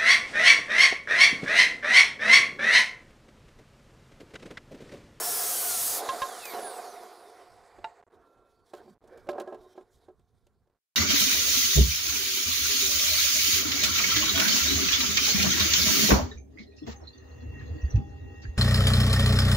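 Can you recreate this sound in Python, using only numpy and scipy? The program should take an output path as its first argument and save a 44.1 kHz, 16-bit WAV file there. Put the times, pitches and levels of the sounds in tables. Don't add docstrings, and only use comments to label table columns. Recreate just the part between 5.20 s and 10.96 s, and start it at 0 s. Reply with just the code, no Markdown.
import sys
import numpy as np
from scipy import signal
from scipy.fft import rfft, irfft, next_fast_len
from scipy.io import wavfile
from scipy.ndimage import uniform_filter1d, minimum_filter1d

SR = 44100
rng = np.random.default_rng(int(sys.argv[2]) if len(sys.argv) > 2 else 0)


def unload_audio(sound):
    columns = np.transpose(np.atleast_2d(sound))
    steps = np.round(np.clip(columns, -1, 1) * 32767)
    wavfile.write(sys.argv[1], SR, steps.astype(np.int16))


def invert_db(x):
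    u = np.asarray(x, float) / 20
    return 10 ** u


N = 253948
TIME = np.arange(N) / SR

# frequency in Hz, level in dB, ring time t60 in seconds.
PLANK_MODES = [(262.3, -23.5, 0.12), (367, -3, 0.095), (431.5, -11.5, 0.15), (579.3, -8.5, 0.16),
               (635, 0, 0.038), (748.5, -3.5, 0.054), (1041, -13.5, 0.093), (1302, -19, 0.086),
               (1637, -17, 0.055)]

HANDOVER_S = 2.86
FREED = np.clip((TIME - .782) / 0.041, 0, 1)
OPENED = np.interp(TIME, [0.93, 1.46], [0, 1])
BRAKED_S = np.clip(TIME - .95, 0, None)

FREE_HZ, CREEP_HZ, SLOWS_PER_S = 4900, 295, 2.41
MOTOR_HZ = CREEP_HZ + (FREE_HZ - CREEP_HZ) * np.exp(-SLOWS_PER_S * BRAKED_S)
SPEED_DB = 20 * np.log10(MOTOR_HZ / FREE_HZ)


def unit(x):
    return x / np.sqrt(np.mean(x ** 2) + 1e-20)


def along(points, hz):
    f, v = np.transpose(points)
    return np.interp(np.log(hz + 1), np.log(f + 1), v)


def curves(rows):
    s, *cols = np.transpose(rows)
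    return [np.interp(TIME, s, c) for c in cols]


def swells(rows, rise, fall, base_db):
    power = invert_db(2 * base_db)
    for s, db in rows:
        drop_db = np.where(TIME < s, rise * (s - TIME), fall * (TIME - s))
        power = power + invert_db(2 * (db - drop_db))
    return 10 * np.log10(power)


def arch(start, end):
    return np.sqrt(np.clip(1 - ((2 * TIME - start - end) / (end - start)) ** 2, 0, 1))


def wobble(rate):
    knots = rng.standard_normal(int(N * rate / SR) + 4)
    return 1.2 * np.interp(TIME * rate, np.arange(len(knots)), knots)


def filtered(x, response):
    m = next_fast_len(N + SR // 2)
    return irfft(rfft(x, m) * response(np.fft.rfftfreq(m, 1 / SR)), m)[..., :N]


def peaks(modes, f):
    total = 0
    for k, (centre, width, db) in enumerate(modes):
        resonance = 1j * f * width / (centre * centre - f * f + 1j * f * width)
        total = total + (-1) ** k * invert_db(db) * resonance
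    return total


def grit(spiky_db, rate):
    return rng.standard_normal(N) * invert_db(spiky_db * wobble(rate))


def patches(patchy_db):
    z = signal.stft(rng.standard_normal(N), nperseg=512)[2]
    field = uniform_filter1d(rng.standard_normal(z.shape), size=12, axis=0)
    field = uniform_filter1d(field, size=10, axis=1)
    return signal.istft(z * invert_db(patchy_db * unit(field)), nperseg=512)[1][:N]


def whine(hz, smear):
    turn = 2 * np.pi * np.cumsum(hz * (1 + smear * wobble(900))) / SR
    return np.sqrt(2) * np.sin(turn) * invert_db(1.8 * wobble(25) - .4) * (hz < SR / 2)


def band(hz, width_hz):
    turn = 2 * np.pi * np.cumsum(hz) / SR
    return (wobble(width_hz) * np.sin(turn) + wobble(width_hz) * np.cos(turn)) * (hz < SR / 2)


def nearness(hz, best, reach):
    return np.exp(-(np.log2(hz / best) / reach) ** 2 / 2)


def saw():
    noise = housing_growl() + fan_air() + tooth_hiss()
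    noise = filtered(noise, lambda f: invert_db(along([(100, -6), (200, 0)], f)))
    return (TIME < HANDOVER_S) * (noise + filtered(tooth_tones() + motor_tones(), blade))


def running_db(cut_db, per_bite_db, free_db, per_speed_db, fade_db_per_s, lift_db, lift):
    # time in seconds, feed pressure in dB.
    bite = [
        (0, -4.5),
        (.08, -1),
        (.3, -0.36),
        (.53, 0.7),
        (.67, 2.5),
        (.76, -1.5),
        (.8, -3.5),
    ]
    cutting = cut_db + per_bite_db * curves(bite)[0]
    spinning = free_db + per_speed_db * SPEED_DB - fade_db_per_s * BRAKED_S + lift_db * lift
    return (1 - FREED) * cutting + FREED * spinning


def blade(f):
    # frequency in Hz, width in Hz, level in dB over the hiss.
    plate_modes = [(4400, 160, -3.5), (4900, 26, 4), (5470, 7.6, 6.5), (6650, 62, 3), (7800, 30, 8),
                   (8550, 61, 9.5), (8900, 30, 5), (9500, 42, 8), (10430, 20, 5), (10000, 17, 3),
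                   (10260, 12, 5.5), (11000, 30, -4.5), (12770, 27, 5), (13400, 30, -0.5)]
    return np.sqrt(1 + abs(peaks(plate_modes, f)) ** 2)


def housing_growl():
    # frequency in Hz, width in Hz, level in dB.
    casing_modes = [(219, 55, -16), (355, 120, -9), (438, 95, -4.5), (534, 58, -6.5), (709.5, 37, 0),
                    (743.2, 22, 1.5), (782, 84, -8), (1068, 180, -13.5), (1440, 220, -18.5)]
    # time in seconds, level in dB of the gear slap.
    gear_slaps = [(.82, 2), (.865, -0.5), (.94, 3), (1.345, 0.5), (1.385, 0), (1.435, -1), (1.47, -0.5),
                  (1.515, 1), (1.59, 3), (1.655, 6), (1.75, 2), (1.84, 3.5)]
    chatter_db = FREED * wobble(45) + swells(gear_slaps, rise=500, fall=599, base_db=-1)
    rattle = grit(0.24, 60) * invert_db(chatter_db)
    growl = filtered(rattle, lambda f: peaks(casing_modes, f) * (f ** 2 / (f ** 2 + 170 ** 2)) ** 2)
    raised = np.interp(TIME, [1.25, 1.357], [0, 1])
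    return invert_db(running_db(-42, -1.5, -38, 1.79, -3.83, 13, raised)) * unit(growl)


def fan_air():
    # frequency in Hz, density in dB per Hz.
    vent_colour = [(710, -17), (1200, 2.5), (1650, -4), (1940, -1.5), (2490, -8.5), (2800, -14.5),
                   (3740, -11.5), (4800, -9), (6240, -33), (10600, -120)]
    air = unit(filtered(patches(2.2), lambda f: invert_db(along(vent_colour, f))))
    return invert_db(running_db(-46, 0.5, -48.5, 1.02, 3, 7.5, OPENED)) * air


def tooth_hiss():
    # frequency in Hz, density in dB per Hz, in the wood.
    chip_colour = [(2060, -16.5), (3500, -11), (5450, -6), (5810, -4), (6640, -3), (7250, -4.5), (8390, -5),
                   (10900, -0.5), (15400, -4.5), (15900, -14)]
    # frequency in Hz, density in dB per Hz, in the air.
    whirr_colour = [(2060, -35.5), (3500, 1), (6510, -1.5), (8550, -5), (9760, 0.5), (11400, -6.5),
                    (13700, -6), (15900, -21)]
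    chips = unit(filtered(patches(1.2), lambda f: invert_db(along(chip_colour, f)) * blade(f)))
    whirr = unit(filtered(patches(2.3), lambda f: invert_db(along(whirr_colour, f)) * blade(f) ** 0.51))
    hiss = np.sqrt(1 - FREED) * chips + np.sqrt(FREED) * whirr
    return invert_db(running_db(-26.5, 0.88, -43, 0.08, 27.5, 10, OPENED) - 2.5) * hiss


def tooth_tones():
    # time in seconds, tooth rate in Hz, level in dB.
    tooth_rate = [
        (0, 1745, -55),
        (.12, 1715, -55),
        (.24, 1660, -54),
        (.33, 1600, -53),
        (.41, 1525, -52),
        (.5, 1430, -52),
        (.6, 1310, -56),
        (.7, 1190, -66),
        (.8, 1080, -75),
    ]
    # multiple of the tooth rate, level in dB, best frequency in Hz, reach in octaves.
    multiples = [(.8, 3, 1370, .1), (1, 4, 1420, .1), (1, 1, 1700, .07), (1.15, -6, 1950, .1),
                 (2, -1, 3400, .03), (2, 4, 3150, .05), (3, 5, 5020, .03), (3, 5, 4650, .03),
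                 (3, 6, 4250, .04), (4, 1, 5800, .05), (5, -2, 8500, .1), (6, 13, 9050, .04),
                 (6, 9, 8600, .025), (6, 6, 9500, .025), (8, 8, 10600, .06), (8, 9, 12900, .03),
                 (9, 15, 14900, .05), (9, 13, 11200, .05), (10, 13, 14300, .06)]
    tooth_hz, tooth_db = curves(tooth_rate)
    tones = np.zeros(N)
    for k, db, best, reach in multiples:
        hz = k * tooth_hz
        tones += invert_db(db) * nearness(hz, best, reach) * whine(hz, smear=.002)
    return invert_db(tooth_db) * (1 - FREED) * tones


def motor_tones():
    # multiple of the commutator rate, level in dB, smear as a share,
    # best frequency in Hz, reach in octaves.
    windings = [(1, 6, .007, 3300, .16), (1, 0, .005, 2400, .14), (1, 4, .006, 1600, .07),
                (1.33, 0, .01, 4600, .1), (2, -3, .004, 4620, .04), (2, -5, .008, 4100, .04),
                (2, -8, .01, 2600, .15), (2.5, -8, .008, 3600, .08), (3, -6, .006, 4400, .07),
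                (4, -2, .007, 4500, .06), (4, -2, .005, 3800, .08), (4, -7, .005, 3250, .06),
                (5.6, -2, .15, 13500, .08), (6, -1, .06, 13200, .07), (6, -4, .04, 11800, .04),
                (6, 8, .1, 9700, .09), (6, -3, .06, 8400, .1), (6, -4, .05, 10600, .05),
                (3, 0, .05, 12500, .08), (6, 0, .015, 7900, .04), (6, 0, .06, 6200, .12),
                (6, -1, .012, 5100, .025), (6, -5, .008, 4450, .05), (6, -2, .006, 3650, .08),
                (6, -5, .01, 3030, .045), (6, -6, .01, 2350, .05), (5, -8, .01, 4800, .15),
                (1.5, -9, .012, 3000, .12), (4, -8, .008, 2250, .12)]
    vents_open = np.interp(TIME, [1.19, 1.24], [0, 1])
    motor_db = -56 + 1.7 * SPEED_DB + 18 * vents_open
    tones = np.zeros(N)
    for k, db, smear, best, reach in windings:
        hz = k * MOTOR_HZ
        tone = band(hz, smear * best) if smear > .025 else whine(hz, smear)
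        tones += invert_db(motor_db + db) * (BRAKED_S > 0) * nearness(hz, best, reach) * tone
    return tones


def thump():
    t = np.clip(TIME - .705, 0, None)
    hz, t60 = 30, .12
    return -invert_db(-49 - 60 * t / t60) * np.cos(2 * np.pi * hz * t) * (1 - np.exp(-t / .0015))


def knocks(events, modes, clatter, tilt, gain_db=0, soft_s=0):
    out, t = np.zeros(N + SR), np.arange(SR // 3) / SR
    middle = signal.butter(2, [800, 3800], "bandpass", fs=SR)
    top = signal.butter(1, [4000, 9000], "bandpass", fs=SR)
    for s, db, crack_db, stretch in events:
        rise_s = .0005 + soft_s * (db < -20)
        clatter_db = clatter[0] + clatter[1] * crack_db
        bright = tilt[0] + tilt[1] * (db + 30)
        luck, dust = rng.standard_normal((len(modes), 2)), rng.standard_normal((2, len(t)))
        ring = 0
        for (hz, level, t60), (a, b) in zip(modes, luck):
            decay_db = 60 * t / (t60 * max(stretch, .1))
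            size = invert_db(level + 1.8 * a + bright * np.log2(hz / 700) - decay_db)
            ring = ring + size * np.sin(2 * np.pi * hz * (1 + 0.0051 * b) * t)
        burst = signal.lfilter(*middle, dust[0]) * invert_db(clatter_db + 8.0 - 60 * t / 0.052)
        crack_decay_db = 60 * t / (0.044 * max(stretch, .3))
        crack = signal.lfilter(*top, dust[1]) * invert_db(crack_db + 5.0 - crack_decay_db)
        hit = (ring + burst) * (1 - np.exp(-t / rise_s)) + crack * (1 - np.exp(-t / .002))
        out[round(s * SR):][:len(t)] += invert_db(db + gain_db) * hit
    return filtered(out[:N], lambda f: (1j * f / (150 + 1j * f)) ** 2)


def offcut():
    # time in seconds, peak in dB, crack in dB, ring stretch as a factor.
    hits = [
        (.889, -16.5, -30, .75),
        (1.0185, -18.5, -29, .95),
    ]
    # frequency in Hz, level in dB, ring time t60 in seconds.
    bar_modes = [(571, -12, .15), (700, -14, .04), (930, -5, .02), (1052, -2, .13), (1290, -6, .06),
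                 (1420, -4, .02), (1645, -2, .075)]
    return knocks(hits, bar_modes, clatter=(0, .4), tilt=(-20, 1.6))


def head_rattle():
    # time in seconds, peak in dB, crack in dB, ring stretch as a factor.
    hits = [
        (1.253, -37.5, 11.5, 0.77),
        (1.336, -24, -24, 0.42),
        (1.389, -22.5, -41, 0.46),
        (1.43, -27.5, -43, 0.84),
        (2.585, -32.5, -53, 0.63),
    ]
    return knocks(hits, PLANK_MODES, clatter=(0, .4), tilt=(.5, .01), gain_db=-6, soft_s=.001)


def offcut_on_ground():
    # time in seconds, peak in dB, crack in dB, ring stretch as a factor.
    hits = [
        (2.643, -26.5, -44, 1.2),
        (2.672, -41, -56, .7),
    ]
    # frequency in Hz, level in dB, ring time t60 in seconds.
    landed_modes = [(450, -18, .05), (700, -11, .1), (883, 0, .087), (1250, -8, .02), (1394, -10, .05),
                    (1550, -8, .02), (1717, -11, .035), (1950, -8, .015), (2300, -8, .015),
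                    (2778, -5, .028), (3833, -14, .03)]
    return knocks(hits, landed_modes, clatter=(12, .7), tilt=(-2.2, .55))


def plank():
    # time in seconds, peak in dB, crack in dB, ring stretch as a factor.
    hits = [(3.535, -24.5, -22, 0.85), (3.549, -43, 0, 0.1), (3.677, -39.5, -44, 1.1),
            (3.839, -45, -20, 1.15), (3.874, -57.5, 1, 1.1), (3.974, -40, -11, 0.89),
            (4.069, -35.5, -22, 0.63), (4.089, -12.5, -29.5, 0.91), (4.129, -26.5, -31, 0.67),
            (4.181, -21.5, -39, 1.13), (4.199, -21, -13.5, 0.55), (4.208, -23.5, -37, 0.91),
            (4.274, -27.5, -35, 2.03), (4.324, -27, -40, 1.05), (4.344, -31, -27, 1.3),
            (4.409, -53, -18, 10), (4.553, -41, -34, 0.75), (4.577, -30, -39, 1.1),
            (4.609, -38.5, -33, 0.63), (4.883, -37, -39, 0.9), (4.899, -42.5, -55, 0.99),
            (4.994, -55.5, -5, 0.45), (5.267, -52, -3.5, 0.5), (5.471, -59, -17, 0.62),
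            (5.497, -61, -14, 0.54), (3.658, -44.5, -20, 0.54), (3.92, -49, -40, 0.88),
            (3.962, -46, -44, 0.74), (4.15, -32.5, -45, 1.1), (4.165, -41, -30, 0.53)]
    return knocks(hits, PLANK_MODES, clatter=(-10, .4), tilt=(-2.2, .18), gain_db=-6, soft_s=.0012)


def handling():
    # time in seconds, level in dB where the plank rubs hardest.
    strokes = [
        (2.94, -64.5),
        (3.59, -55),
        (3.9, -56.5),
        (4.02, -62),
        (4.172, -44),
        (4.34, -53),
        (4.59, -62.5),
        (4.83, -67.5),
        (5.37, -99),
    ]
    # time in seconds, level in dB of the coasting saw's murmur that fades from there.
    fading_murmur = [
        (3.1, -68),
    ]
    # start in seconds, end in seconds, level in dB.
    sleeve_moves = [(2.849, 3.51, -90.5), (3.266, 3.368, -90), (3.44, 3.544, -81), (3.527, 3.61, -69.5),
                    (3.592, 3.747, -74.5), (3.806, 4.098, -80.5), (4.09, 4.123, -62.5), (4.194, 4.228, -65),
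                    (4.257, 4.375, -83), (4.36, 4.638, -78), (4.64, 4.717, -90), (4.704, 4.795, -78),
                    (4.782, 4.9, -83), (4.9, 5.33, -99), (2.89, 2.972, -84.5)]
    # frequency in Hz, width in Hz, level in dB.
    wood_modes = [(243, 89, -6.5), (374, 86, 3), (462, 84, 3), (591, 86, -6), (716, 43, 2), (932, 54, -8)]
    # frequency in Hz, density in dB per Hz, of the table.
    table_colour = [(470, -26), (800, -9.5), (1080, 2.5), (1290, -6), (1400, -3.5), (1450, -3),
                    (2110, -17.5), (3200, -31.5), (4160, -55.5), (7040, -120)]
    # frequency in Hz, density in dB per Hz, of cloth and dust.
    rustle_colour = [(1290, -23), (2200, -3.5), (2800, -14), (3090, -4), (3770, 0), (4090, -3), (5600, -6),
                     (6290, -8), (10200, -10.5), (14800, -16.5), (15900, -21)]
    rest_db = -73
    wood_db = swells(fading_murmur, rise=1, fall=33, base_db=rest_db - 3.5 * (TIME - 3))
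    wood_db = swells(strokes, rise=151, fall=109.5, base_db=wood_db)
    table_db = -80 + 0.88 * (wood_db - rest_db)
    cloth = invert_db(-94)
    for start, end, db in sleeve_moves:
        cloth = cloth + invert_db(db) * arch(start, end)
    wood = unit(filtered(grit(1.6, 70), lambda f: peaks(wood_modes, f)))
    table = unit(filtered(patches(2.6), lambda f: invert_db(along(table_colour, f))))
    rustle = unit(filtered(patches(2.2), lambda f: invert_db(along(rustle_colour, f))))
    rubbing = invert_db(wood_db + 1.5) * wood + invert_db(table_db + 2.0) * table
    return (TIME >= HANDOVER_S) * (rubbing + invert_db(1.5 + 2.2 * wobble(60)) * cloth * rustle)


def singing():
    # start in seconds, end in seconds, frequency in Hz, width in
    # Hz, level in dB.
    singing_parts = [(-.3, .2, 5485, 9, -45), (-.3, .3, 5500, 30, -47), (.17, .4, 5450, 9, -47),
                     (2.96, 3.46, 1361, 8, -73), (2.9, 3.08, 1250, 500, -71), (1.22, 1.36, 13700, 1600, -55),
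                     (1.42, 1.51, 9700, 600, -48), (1.05, 1.8, 9600, 450, -60), (1.3, 2.25, 9600, 350, -73),
                     (2, 2.6, 9600, 350, -80), (1.3, 1.65, 7900, 120, -64), (1.6, 2.9, 7900, 900, -78),
                     (1.1, 1.9, 13000, 1200, -69), (1.4, 2.4, 13200, 900, -82), (1.7, 2.5, 5200, 1500, -72),
                     (2.3, 2.9, 6800, 1500, -80), (2.3, 2.85, 1900, 500, -72), (.72, 1.0, 571, 30, -48),
                     (3.05, 3.3, 560, 150, -70), (1.72, 2.3, 390, 130, -59), (-.1, .28, 5000, 15, -48),
                     (.66, .84, 4830, 9, -51), (.58, .74, 14200, 25, -50), (-.1, .22, 13550, 25, -46),
                     (-.1, .3, 11900, 40, -48), (-.1, .3, 8500, 60, -50), (.2, .5, 12800, 40, -47),
                     (.54, .68, 10600, 300, -42), (.52, .62, 9600, 60, -46), (.54, .74, 6600, 120, -46),
                     (3.64, 3.74, 210, 60, -61), (4.4, 4.5, 1050, 30, -69), (3.0, 3.42, 2570, 7.1, -90),
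                    (3.3, 3.62, 4500, 300, -87), (3.62, 3.75, 4600, 300, -84), (3.54, 3.61, 3200, 60, -76),
                    (3.89, 4.07, 2300, 80, -76), (3.9, 4.0, 480, 160, -55), (3.9, 4.02, 1600, 400, -68),
                    (4.07, 4.17, 578, 9, -41), (4.15, 4.24, 560, 40, -46), (4.39, 4.5, 3780, 200, -78),
                    (4.47, 4.576, 3150, 60, -83), (4.47, 4.56, 5500, 400, -81),
                    (4.7, 4.79, 7000, 3000, -80), (4.906, 5.45, 1361, 4.4, -94.5)]
    out, rubbing = np.zeros(N), invert_db(2.5 * wobble(30))
    for start, end, hz, width, db in singing_parts:
        span = slice(max(round(start * SR), 0), round(end * SR))
        if width > 10:
            resonance = signal.iirpeak(hz, hz / width, fs=SR)
            rough = rng.standard_normal(span.stop - span.start + SR // 4)
            rough = signal.lfilter(*resonance, signal.lfilter(*resonance, rough))
            voice = unit(rough[SR // 4:]) * rubbing[span]
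        else:
            voice = whine(np.full(N, hz), smear=.001)[span]
        out[span] += invert_db(db) * arch(start, end)[span] * voice
    return out


def yard(x):
    # frequency in Hz, decay time t60 in seconds.
    decay = [(200, .22), (1000, 0.099), (4000, 0.23), (12000, .07)]
    hz, t, z = signal.stft(rng.standard_normal((2, SR // 3)), SR, nperseg=256)
    tail = signal.istft(z * invert_db(-60 * t / along(decay, hz)[:, None]), SR, nperseg=256)[1]
    wet = signal.fftconvolve(x[None], tail / np.linalg.norm(tail[0]), axes=1)[:, :N]
    colour = [(300, -8), (2500, -7), (5000, -2), (10000, 3)]  # Hz, dB
    return filtered(wet, lambda f: invert_db(along(colour, f)))


def wind():
    # time in seconds, level in dB.
    gusts = [(.4, -72), (.57, -65), (.72, -63), (.9, -72), (1.03, -65), (1.22, -71), (1.45, -73),
             (1.62, -72), (1.8, -70), (2.36, -61), (2.6, -64), (2.97, -69.5), (3.2, -73), (3.42, -73.5),
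             (3.6, -68.5), (3.76, -66.5), (3.9, -66), (4.05, -60.5), (4.41, -65), (4.63, -66.5),
             (4.87, -64), (5.02, -67), (4.75, -73.5), (5.15, -65), (5.25, -66.5), (5.34, -68), (5.43, -71),
             (5.49, -70)]
    # frequency in Hz, density in dB per Hz.
    rumble_colour = [(12, -38), (20, -6.5), (55, -2.5), (100, -4), (205, -16), (236, -18), (260, -12.5),
                     (340, -54), (570, -120)]
    shared, own = grit(0, 20), .85 * np.array([grit(0, 20), grit(0, 20)])
    rumble = unit(filtered(shared + own, lambda f: invert_db(along(rumble_colour, f))))
    gust_db = swells(gusts, rise=169.5, fall=133.5, base_db=-82.5)
    return invert_db(gust_db + 3.1 * wobble(16)) * rumble


def scene():
    hits = offcut() + head_rattle() + offcut_on_ground() + plank()
    near = saw() + handling() + singing() + hits
    return near + invert_db(-15.5) * yard(near) + wind() + thump()


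def limited(x):
    low = filtered(x, lambda f: 1 / (1 + (f / 3000) ** 4))
    x = x - low + low / (1 + abs(low / invert_db(-25.5)) ** 8) ** (1 / 8)
    ceiling, hardness = invert_db(-22.5), 7
    cut = x - x / (1 + abs(x / ceiling) ** hardness) ** (1 / hardness)
    return x - filtered(cut, lambda f: f ** 2 / (f ** 2 + 200 ** 2))


def gate_gain(x):
    # starts closing, shut, reopens and open, all in seconds, then how far it shuts from 0 to 1.
    closings = [
        (2.285, 2.3, 2.302, 2.315, .3),
        (2.805, 2.838, 2.866, 2.925, 1),
        (3.745, 3.787, 3.806, 3.826, 1),
        (5.45, 5.595, 5.752, 5.756, 1),
    ]
    size = abs(filtered(x.mean(0), lambda f: f / (f + 200)))
    crest = -minimum_filter1d(-size, size=14)
    usual = uniform_filter1d(size, size=2000)
    shut = sum(np.interp(TIME, times, [0, far, far, 0]) for *times, far in closings)
    passed = crest > usual * (shut > 0) * (1.45 + 1.1 * shut + 50 * (shut >= 1))
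    return uniform_filter1d(np.where(passed, 1, invert_db(-36 * np.sqrt(shut))), size=20)


def roll_off(x):
    return signal.sosfilt(signal.butter(12, 16810, fs=SR, output="sos"), x)


def record(dry):
    # time in seconds, left minus right in dB.
    balance_db = [
        (0, -.3),
        (.68, -.3),
        (.85, -2.3),
        (1.4, -3.1),
        (5.76, -3.1),
    ]
    x = limited(dry)
    balance = curves(balance_db)[0] / 2
    gain = gate_gain(x) * invert_db(np.array([balance, -balance]))
    hush = invert_db(-92.5) * rng.standard_normal(x.shape)
    mix = filtered(x * gain + hush, lambda f: np.clip((15800 - f) / 150, 0, 1))
    return roll_off(mix)


dry = scene()
out = record(dry)
unload_audio(out)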